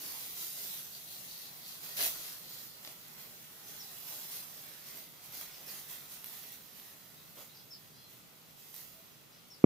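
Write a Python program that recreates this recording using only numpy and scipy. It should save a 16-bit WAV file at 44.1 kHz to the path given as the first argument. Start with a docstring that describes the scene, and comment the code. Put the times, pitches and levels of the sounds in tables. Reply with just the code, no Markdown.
"""In a dry rice field, a farmer cuts a handful with a sickle, wades on and pulls a straw from his sheaf.
Countless tiny stalk clicks make the rustle, which moves from the left to the centre of two microphone ports
(the left and right openings). Straws snap and crunch; thick stems, the sickle and the sheaf knock. Small birds
whistle and call over the low hum of open country. Last, a dull thump lands close by."""
import sys
import numpy as np
from scipy import signal
from scipy.fft import rfft, irfft, next_fast_len
from scipy.io import wavfile

SR = 44100
rng = np.random.default_rng(int(sys.argv[2]) if len(sys.argv) > 2 else 0)


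def generate_wav(signal):
    """Clip the signal to [-1, 1] and save it as 16-bit WAV at the path in sys.argv[1]."""
    frames = np.transpose(np.atleast_2d(signal))
    scaled = np.clip(frames, -1, 1) * 32767
    pcm = np.round(scaled).astype(np.int16)
    wavfile.write(sys.argv[1], SR, pcm)


N = 425565
TIME = np.arange(N) / SR


def gain_of(db):
    """Turns decibels (dB) into a number to multiply a sound by."""
    return 10 ** (np.asarray(db) / 20)


def evened(x):
    """Scales a signal to an average power of 1."""
    return x / np.sqrt(np.mean(x ** 2) + 1e-20)


def value_at(points, hz):
    """Reads between the rows of a frequency table, giving each octave equal room."""
    row_hz, value = np.transpose(points)
    return np.interp(np.log(hz + 1), np.log(row_hz), value)


def add(mix, start_s, sound):
    """Mixes a sound in at the given time."""
    part = mix[..., round(start_s * SR):][..., :sound.shape[-1]]
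    part += sound[..., :part.shape[-1]]


def colour(x, tone, size=2048):
    """Filters both channels so that every click rings briefly with the tone of a table."""
    hz = abs(np.fft.fftfreq(size, 1 / SR))
    log_gain = np.log(gain_of(value_at(tone, hz)))
    response = np.exp(np.conj(signal.hilbert(log_gain)))  # rings after the click, never before
    ring = np.fft.ifft(response).real[:size // 2]
    ring /= np.linalg.norm(ring)
    return signal.oaconvolve(x, ring[None], axes=1)[:, :N]


def wander(rate_hz):
    """A smooth random curve; a higher rate makes it wobble faster."""
    smoothing = signal.butter(2, rate_hz, fs=SR, output="sos")
    return evened(signal.sosfilt(smoothing, rng.standard_normal(N)))


def swells(rows):
    """A loudness curve with one soft burst for each row."""
    out = np.zeros(N)
    for start, db, length in rows:
        add(out, start, gain_of(db) * signal.windows.tukey(int(length * SR), .7))
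    return out


def scatter(x, tail_s, wet_db, renew_s=.08):
    """Swaying stalks send back a short blur of echoes, different at each port and always changing."""
    hop, t = int(renew_s * SR), np.arange(int(tail_s * SR)) / SR
    window = signal.windows.cosine(2 * hop)
    padded = np.pad(x, ((0, 0), (hop, 2 * hop)))
    wet = np.zeros_like(padded)
    for start in range(0, N + hop, hop):
        tail = rng.standard_normal((2, len(t))) * gain_of(-60 * t / tail_s)
        tail /= np.linalg.norm(tail, axis=1, keepdims=True)
        piece = padded[:, start:start + 2 * hop] * window
        add(wet, start / SR, signal.fftconvolve(piece, tail, axes=1))
    return (x + gain_of(wet_db) * wet[:, hop:hop + N]) / np.hypot(1, gain_of(wet_db))


# Where the farmer is. Each row: time in seconds, how much sooner the left port hears him in
# milliseconds, how much louder the leaves are on the left in dB.
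FARMER_PATH = [(1.5, .2, .6), (3, .13, 0), (4.3, .057, -1), (5.3, 0, -1.4)]

def at_ports(clicks):
    """While the farmer is on the left, his clicks reach the right port a little late."""
    times, lead_ms, _ = np.transpose(FARMER_PATH)
    lag = np.round(np.interp(TIME, times, lead_ms) * SR / 1000).astype(int)
    return np.array([clicks, clicks[np.clip(np.arange(N) - lag, 0, N - 1)]])


def panned(leaves):
    """The bright leaves lean to one port: louder on the left at first, then louder on the right as he wades on."""
    times, _, balance_db = np.transpose(FARMER_PATH)
    lean_db = np.interp(TIME, times, balance_db) / 2
    return leaves * gain_of([lean_db, -lean_db])


def crackle(per_s, spread_db, clump_db, direct):
    """Tiny uneven clicks come in clumps; the direct share arrives straight, the rest from all round."""
    sizes = gain_of(spread_db * np.minimum(rng.exponential(1, (3, N)), 5))
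    clicks = sizes * rng.choice([-1, 1], (3, N)) * (rng.random((3, N)) < per_s / SR)
    both = np.sqrt(direct) * at_ports(clicks[2]) + np.sqrt(1 - direct) * clicks[:2]
    return evened(both * gain_of(clump_db * wander(52)))


# Straw that keeps stirring between pushes, less as he leaves the standing crop and stops.
# Each row: time in seconds, leaf level in dB, stem level in dB.
STIRRING = [(0.0, -44.0, -55.0), (0.69, -41.5, -60.5), (0.9, -47.5, -60.5), (1.6, -49.5, -60),
            (2.36, -48.5, -58.0), (2.75, -53.5, -62.0), (3.54, -52.5, -60.5), (4.64, -49, -58.5),
            (5.18, -56, -62), (5.62, -51, -58.5), (6.5, -54.0, -62.5), (8.31, -61.0, -68.0),
            (8.9, -55.5, -66.5), (9.25, -62, -67.5)]
# A hand, sheaf or leg pushes through the straw.
# Each row: start in seconds, length in seconds, leaf level in dB, stem level in dB.
PUSHES = [(0.0, 0.26, -44, -56), (0.34, 0.14, -40.5, -55), (0.54, 0.25, -43.5, -58),
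          (1.07, 0.36, -48.5, -68), (1.64, 0.09, -46.5, -63), (1.8, 0.17, -43.5, -56),
          (2.07, 0.25, -42.5, -56), (2.47, 0.19, -48.5, -62), (2.81, 0.1, -48, -58),
          (3.16, 0.08, -48.5, -60), (3.64, 0.42, -47.5, -62), (4.05, 0.2, -41.5, -56.5),
          (4.28, 0.1, -39.5, -55.5), (4.83, 0.11, -48, -60), (4.93, 0.08, -46.5, -63),
          (5.205, 0.07, -49.5, -65), (5.305, 0.125, -42.5, -56.5), (5.65, 0.14, -43, -55.5),
          (5.86, 0.09, -44, -55.5), (6.08, 0.08, -45.5, -61), (6.23, 0.05, -45, -62),
          (6.29, 0.08, -44, -56), (6.4, 0.14, -48.5, -62), (6.73, 0.16, -52.5, -63),
          (7.345, 0.085, -50, -58.5), (8.07, 0.1, -56.5, -65), (8.56, 0.17, -54, -75),
          (8.72, 0.09, -47, -63)]

def straw_movement(attack_s=.04, slack_db=2.5, settle_s=.054, catch_db=.7):
    """How loud leaves and stems are: each push swells, slackens and dies as the stalks spring back."""
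    times, *levels = np.transpose(STIRRING)
    stir = gain_of([np.interp(TIME, times, level) for level in levels])
    t, push_power = np.arange(SR) / SR, np.zeros((2, N))
    for start, length, leaves_db, stems_db in PUSHES:
        swell = np.minimum(t / attack_s, 1)
        slacken = gain_of(-slack_db * np.minimum(t / length, 1))
        settle = np.exp(-np.maximum(t - length, 0) / settle_s)
        push = gain_of([[leaves_db], [stems_db]]) * swell * slacken * settle
        add(push_power, start, push ** 2)
    catch_and_slip = gain_of(catch_db * wander(20))
    return np.sqrt(stir ** 2 + push_power * catch_and_slip ** 2)


# The tones of brushed leaves and of bent stems. Each row: frequency in Hz, relative level in dB.
LEAF_TONE = [(300, -25), (1200, -24), (2600, -11), (4000, -5.8), (6300, -5.4), (8300, -9.8), (10500, -5.3),
             (13200, -1), (15500, -4)]
STEM_TONE = [(90, -12), (250, -2), (1000, -2.5), (1400, -4.3), (1950, -1), (2700, -5), (4000, -4.5),
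             (15000, -28)]

def rustle(tick_db=-22, tick_growth=.8):
    """Leaves brush with a bright fizz and a few sharper ticks; bent stems crunch lower down."""
    brush, crush = straw_movement()
    fizz = brush * crackle(per_s=11000, spread_db=2, clump_db=.5, direct=.14)
    # The fewer straws move, the more the single ticks stand out.
    tick_gain = gain_of(tick_db) * brush ** tick_growth
    ticks = tick_gain * crackle(per_s=200, spread_db=4, clump_db=1.6, direct=.52)
    stems = crush * crackle(per_s=2400, spread_db=3, clump_db=.45, direct=.41)
    straw = colour(panned(fizz + ticks), LEAF_TONE) + colour(stems, STEM_TONE)
    return scatter(straw, tail_s=.03, wet_db=-5)


# The tone of the open field. Each row: frequency in Hz, relative level in dB.
FIELD_TONE = [(15, -53), (25, -26), (82, -13.5), (148, -1), (281, -9), (445, -12), (741, -15.5),
              (1380, -17), (1750, -21.5), (3260, -17), (4750, -20), (13500, -28.5), (15500, -26)]
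# How alike the field sounds at the two ports. Each row: frequency in Hz, likeness (1 is the same).
FIELD_LIKENESS = [(170, .75), (350, .38), (1200, 0), (15000, .3)]
# The far hum swells and sinks. Each row: time in seconds, change of level in dB.
HUM_SWELL = [(6.5, 0), (8.05, 2.5), (8.45, -.5)]

def field(level_db=-60.5, hum_top_hz=300, waver_db=.85):
    """The far, low hum of open country, with a faint hiss from the crop."""
    hz = np.fft.rfftfreq(N, 1 / SR)
    left, other = rfft(rng.standard_normal((2, N)))
    likeness = value_at(FIELD_LIKENESS, hz)
    right = likeness * left + np.sqrt(1 - likeness ** 2) * other
    spectrum = np.array([left, right]) * gain_of(value_at(FIELD_TONE, hz)) / np.sqrt(1 + likeness)
    air = evened(irfft(spectrum, N))
    hum = irfft(rfft(air) / (1 + (hz / hum_top_hz) ** 4), N)
    hiss = air - hum
    swell_db = np.interp(TIME, *np.transpose(HUM_SWELL)) + waver_db * wander(7)
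    return gain_of(level_db) * (hiss + hum * gain_of(swell_db))


# The blade saws at the foot of the stalks, then the cut bunch drags over the stubble.
# Each row: start in seconds, level in dB, length in seconds.
SAWING = [(.895, -53.5, .11), (1.04, -54, .18), (1.22, -54.5, .34), (1.58, -54, .23), (1.79, -56, .18),
          (2.1, -55.5, .3), (2.38, -56, .29), (2.65, -58, .17)]
# The blade's pull through the bunch.
# Each row: time in seconds, level of tearing fibres in dB, level of bursting stems in dB.
BLADE_PULL = [(1.964, -42, -55), (1.971, -35.5, -45), (2.0, -31.5, -37.5), (2.04, -27.5, -40.5),
              (2.072, -30, -43), (2.105, -40, -54), (2.14, -44, -59)]
# The tones of sawing, tearing and bursting. Each row: frequency in Hz, relative level in dB.
SAW_TONE = [(1500, -26), (3300, 0), (4300, 9), (5600, -2), (15000, -26)]
TEAR_TONE = [(1200, -22), (2500, -11), (4200, -5), (6400, -6), (8300, -11), (10700, -2), (15500, -2)]
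BURST_TONE = [(90, -16), (300, -3.5), (600, .5), (900, -4.5), (1250, -5.5), (1850, 2), (2600, -3),
              (4000, .5), (12000, -18)]

def sickle():
    """The toothed blade saws, then rips through: hollow stems burst, fibres tear, the bunch drags off."""
    times, tear_db, burst_db = np.transpose(BLADE_PULL)
    pulling = (TIME > times[0]) & (TIME < times[-1])
    tear_gain = pulling * gain_of(np.interp(TIME, times, tear_db))
    burst_gain = pulling * gain_of(np.interp(TIME, times, burst_db))
    saw = swells(SAWING) * crackle(per_s=6200, spread_db=4.5, clump_db=1, direct=.3)
    tear = tear_gain * crackle(per_s=2800, spread_db=3.2, clump_db=.6, direct=.25)
    burst = burst_gain * crackle(per_s=1100, spread_db=2.7, clump_db=1.3, direct=.58)
    cut = colour(saw, SAW_TONE) + colour(tear, TEAR_TONE) + colour(burst, BURST_TONE)
    return scatter(cut, tail_s=.02, wet_db=-6)


# Single straws snap. 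Each row: start in seconds, relative level in dB, thickness from 0 to 1.
SNAPS = [(1.8327, -25, .1), (2.0335, -14, .2), (2.0622, -11.5, .2), (2.8495, -29.5, 1), (2.8752, -28.5, 1),
         (4.9758, -23, 0), (5.3238, -27, .05), (5.4128, -16.7, .13), (5.914, -23.5, .2), (6.2436, -17, .1),
         (6.2605, -24, .05), (6.2695, -25, .05), (6.4386, -26, .22), (6.5215, -26, .03), (6.7984, -31, .4),
         (8.7425, -22, .12), (8.7642, -25, .12)]
# The tones of a thin and a thick straw breaking. Each row: frequency in Hz, relative level in dB.
THIN_TONE = [(200, -20), (1000, -3), (5000, -23), (8300, -2), (11000, 2), (13500, 14), (15500, -2)]
THICK_TONE = [(150, -16), (700, -7), (3400, 0), (5500, -2), (9000, -22)]

def snaps(splinter_s=.0011):
    """A straw breaks with one sharp click and a brief splintering; a thick one rings lower."""
    thin, thick, t = np.zeros(N), np.zeros(N), np.arange(300) / SR
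    for start, db, thickness in SNAPS:
        crack = .12 * rng.standard_normal(len(t)) * np.exp(-t / splinter_s)
        crack[0] = 1  # the click itself
        crack *= gain_of(db)
        add(thin, start, (1 - thickness) * crack)
        add(thick, start, 2 * thickness * crack)
    cracks = colour(at_ports(thin), THIN_TONE) + colour(at_ports(thick), THICK_TONE)
    return scatter(cracks, tail_s=.035, wet_db=-8)


# Thick stems knock as they give way, and the sickle and sheaf knock as they are handled. Each row: start in
# seconds, level in dB.
KNOCKS = [(1.9935, -45), (2.0075, -44), (2.8752, -49), (7.379, -55), (7.397, -53.5)]
# The woody notes in a knock. Each row: pitch in Hz, relative level in dB, seconds to fade by 60 dB.
WOOD_NOTES = [(305, -10, .035), (600, 0, .04), (1110, -4, .035)]

def knocks():
    """A thick stem giving way, or the sickle and sheaf knocking as they are handled, makes a short, hollow
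    knock."""
    out, t = np.zeros(N), np.arange(SR // 10) / SR
    for start, db in KNOCKS:
        for hz, note_db, fade_s in WOOD_NOTES:
            add(out, start, gain_of(db + note_db - 60 * t / fade_s) * np.cos(2 * np.pi * hz * t))
    return at_ports(out)


# Short, dull crunches of straw. Each row: start in seconds, level in dB, length in seconds.
CRUNCHES = [(2.846, -53.5, .009), (2.872, -53.5, .01), (4.53, -65, .1), (4.905, -59, .1),
            (7.352, -55.5, .095)]
# The tone of a crunch. Each row: frequency in Hz, relative level in dB.
CRUNCH_TONE = [(70, -24), (280, 1), (540, 3), (800, -6), (1150, -4), (1800, -14), (3300, -4), (9000, -24)]

def crunches():
    """Straw gives a short, dull crunch as it is trodden underfoot or shifted in the sheaf."""
    crunch = swells(CRUNCHES) * crackle(per_s=2000, spread_db=1.5, clump_db=1.2, direct=.54)
    return colour(crunch, CRUNCH_TONE)


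# A nasal bird's calls, some of them harsh. Each row: start in seconds, level in dB, pitch in Hz,
# length in seconds, where the throat first rings in Hz, roughness as a share of the pitch.
NASAL_CALLS = [(3.63, -62, 860, .09, 6200, .03), (5.5, -60, 830, .11, 5500, .06),
               (7.535, -61.5, 830, .1, 5300, .07), (7.915, -63.5, 822, .17, 5150, .013),
               (9.32, -66, 850, .085, 5400, .04)]

def nasal_bird(rise=.11, bend=.3, arch=.03, flutter_db=3, throat_width_hz=950, sink_hz_per_s=6500):
    """The pitch rises, arches and jitters while the bird's throat picks out ever lower overtones."""
    out, jitter, flutter = np.zeros(N), wander(280), gain_of(flutter_db * wander(60))
    for start, db, pitch_hz, length, throat_start_hz, rough in NASAL_CALLS:
        progress = np.linspace(0, 1, int(length * SR))
        now = round(start * SR) + np.arange(len(progress))
        tune = 1 - rise * (1 - progress ** bend) + arch * np.sin(np.pi * progress)
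        hz = pitch_hz * (tune + rough * jitter[now])
        phase = 2 * np.pi * np.cumsum(hz) / SR
        throat_hz = throat_start_hz - sink_hz_per_s * length * progress
        note = sum(np.sin(k * phase) / np.hypot(1, 2 * (k * hz - throat_hz) / throat_width_hz)
                   for k in range(4, 8))
        fade = signal.windows.tukey(len(note), .3)
        add(out, start, gain_of(db) * evened(note * flutter[now] * fade))
    return out


def whistles(rows, hook, rough):
    """A bird's quavering notes glide evenly; hook is the share of the glide saved for a last flick."""
    out, quaver = np.zeros(N), wander(280)
    for start, db, start_hz, end_hz, length in rows:
        progress = np.linspace(0, 1, int(length * SR))
        now = round(start * SR) + np.arange(len(progress))
        glide = (1 - hook) * progress + hook * progress ** 10
        hz = (start_hz + (end_hz - start_hz) * glide) * (1 + rough * quaver[now])
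        note = np.sin(2 * np.pi * np.cumsum(hz) / SR)
        add(out, start, gain_of(db) * evened(note * signal.windows.tukey(len(note), .25)))
    return out


# A near bird's falling chirps, and thin peeps from far away.
# Each row: start in seconds, level in dB, first pitch in Hz, last pitch in Hz, length in seconds.
NEAR_CHIRPS = [(3.786, -53, 5750, 4200, .046), (5.659, -55, 5500, 4000, .042),
               (7.704, -51.5, 5550, 3900, .041), (9.499, -57.5, 5700, 4000, .052)]
FAR_PEEPS = [(7.16, -65, 3650, 4100, .07), (7.485, -63, 3700, 3950, .04), (8.93, -73, 670, 650, .09)]

def birds(echo_s=.0145, echo_db=-4):
    """Birds call across the field; the nearest one's chirp bounces back, and the crop adds a tail."""
    chirps = whistles(NEAR_CHIRPS, hook=.52, rough=.018)
    out = chirps + whistles(FAR_PEEPS, hook=0, rough=.035) + nasal_bird()
    add(out, echo_s, gain_of(echo_db) * chirps)
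    return scatter(np.array([out, out]), tail_s=.2, wet_db=-3)


# The notes in the thump. Each row: pitch in Hz, peak level in dB, seconds to reach that peak.
THUMP_NOTES = [(256, -0.5, 0.0021), (565, -13.5, .002), (1180, -20.5, 0.0017), (2170, -25.5, 0.0012)]

def thump(start_s=9.6402, left_lag_s=.0003, low_cut_hz=115):
    """A dull knock just right of the microphone, which dies at once and has no deep bass."""
    t, out = np.arange(SR // 20) / SR, np.zeros((2, N))
    knock = np.zeros(len(t))
    for hz, db, rise_s in THUMP_NOTES:
        swell = (t / rise_s * np.exp(1 - t / rise_s)) ** 4
        knock += gain_of(db) * swell * np.sin(2 * np.pi * hz * t)
    knock = signal.sosfilt(signal.butter(3, low_cut_hz, "high", fs=SR, output="sos"), knock)
    add(out[0], start_s + left_lag_s, knock)
    add(out[1], start_s, knock)
    return out


# Quick echoes, one list for the left port and one for the right.
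# Each row: delay in milliseconds, relative strength (a minus sign flips the wave).
QUICK_ECHOES = [
    [(1.5, .09), (12.36, .12), (18.32, .15), (19.82, .2), (30.68, .14), (32.18, .18)],
    [(15.01, .13), (16.51, .17), (21.32, .18), (26.05, .2), (35.87, -.11), (37.37, -.13)],
]

def echoed(x, boost_db=2):
    """Each port's own quick echoes make the sound wide and slightly hollow, but no louder."""
    out = x.copy()
    for port, echoes in enumerate(QUICK_ECHOES):
        delays_ms, gains = np.transpose(echoes)
        gains = gains * gain_of(boost_db)
        for delay_ms, gain in zip(delays_ms, gains):
            add(out[port], delay_ms / 1000, gain * x[port])
        out[port] /= np.sqrt(1 + np.sum(gains ** 2))
    return out


def scene():
    """Everything in the field, at the two ports; only the close thump has no echoes."""
    farmer = rustle() + sickle() + snaps() + knocks() + crunches()
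    return echoed(farmer + birds() + field()) + thump()


# How the ports differ in the treble. Each row: frequency in Hz, how much louder the left is in dB.
PORT_BALANCE = [(1000, -.7), (4500, 1), (8000, 0), (10300, 4), (11600, -1), (12600, -8), (13700, -8),
                (15500, -5)]

def record(dry, top_hz=15580):
    """Each port colours the treble in its own way, and the very highest sounds are cut off."""
    size = next_fast_len(N + SR)
    tilt_db = value_at(PORT_BALANCE, np.fft.rfftfreq(size, 1 / SR)) / 2
    heard = irfft(rfft(dry, size) * gain_of([tilt_db, -tilt_db]), size)[:, :N]
    low_pass = signal.firwin(511, top_hz, window=("kaiser", 9), fs=SR)
    return signal.oaconvolve(heard, low_pass[None], "same")


dry = scene()
out = record(dry)
generate_wav(out)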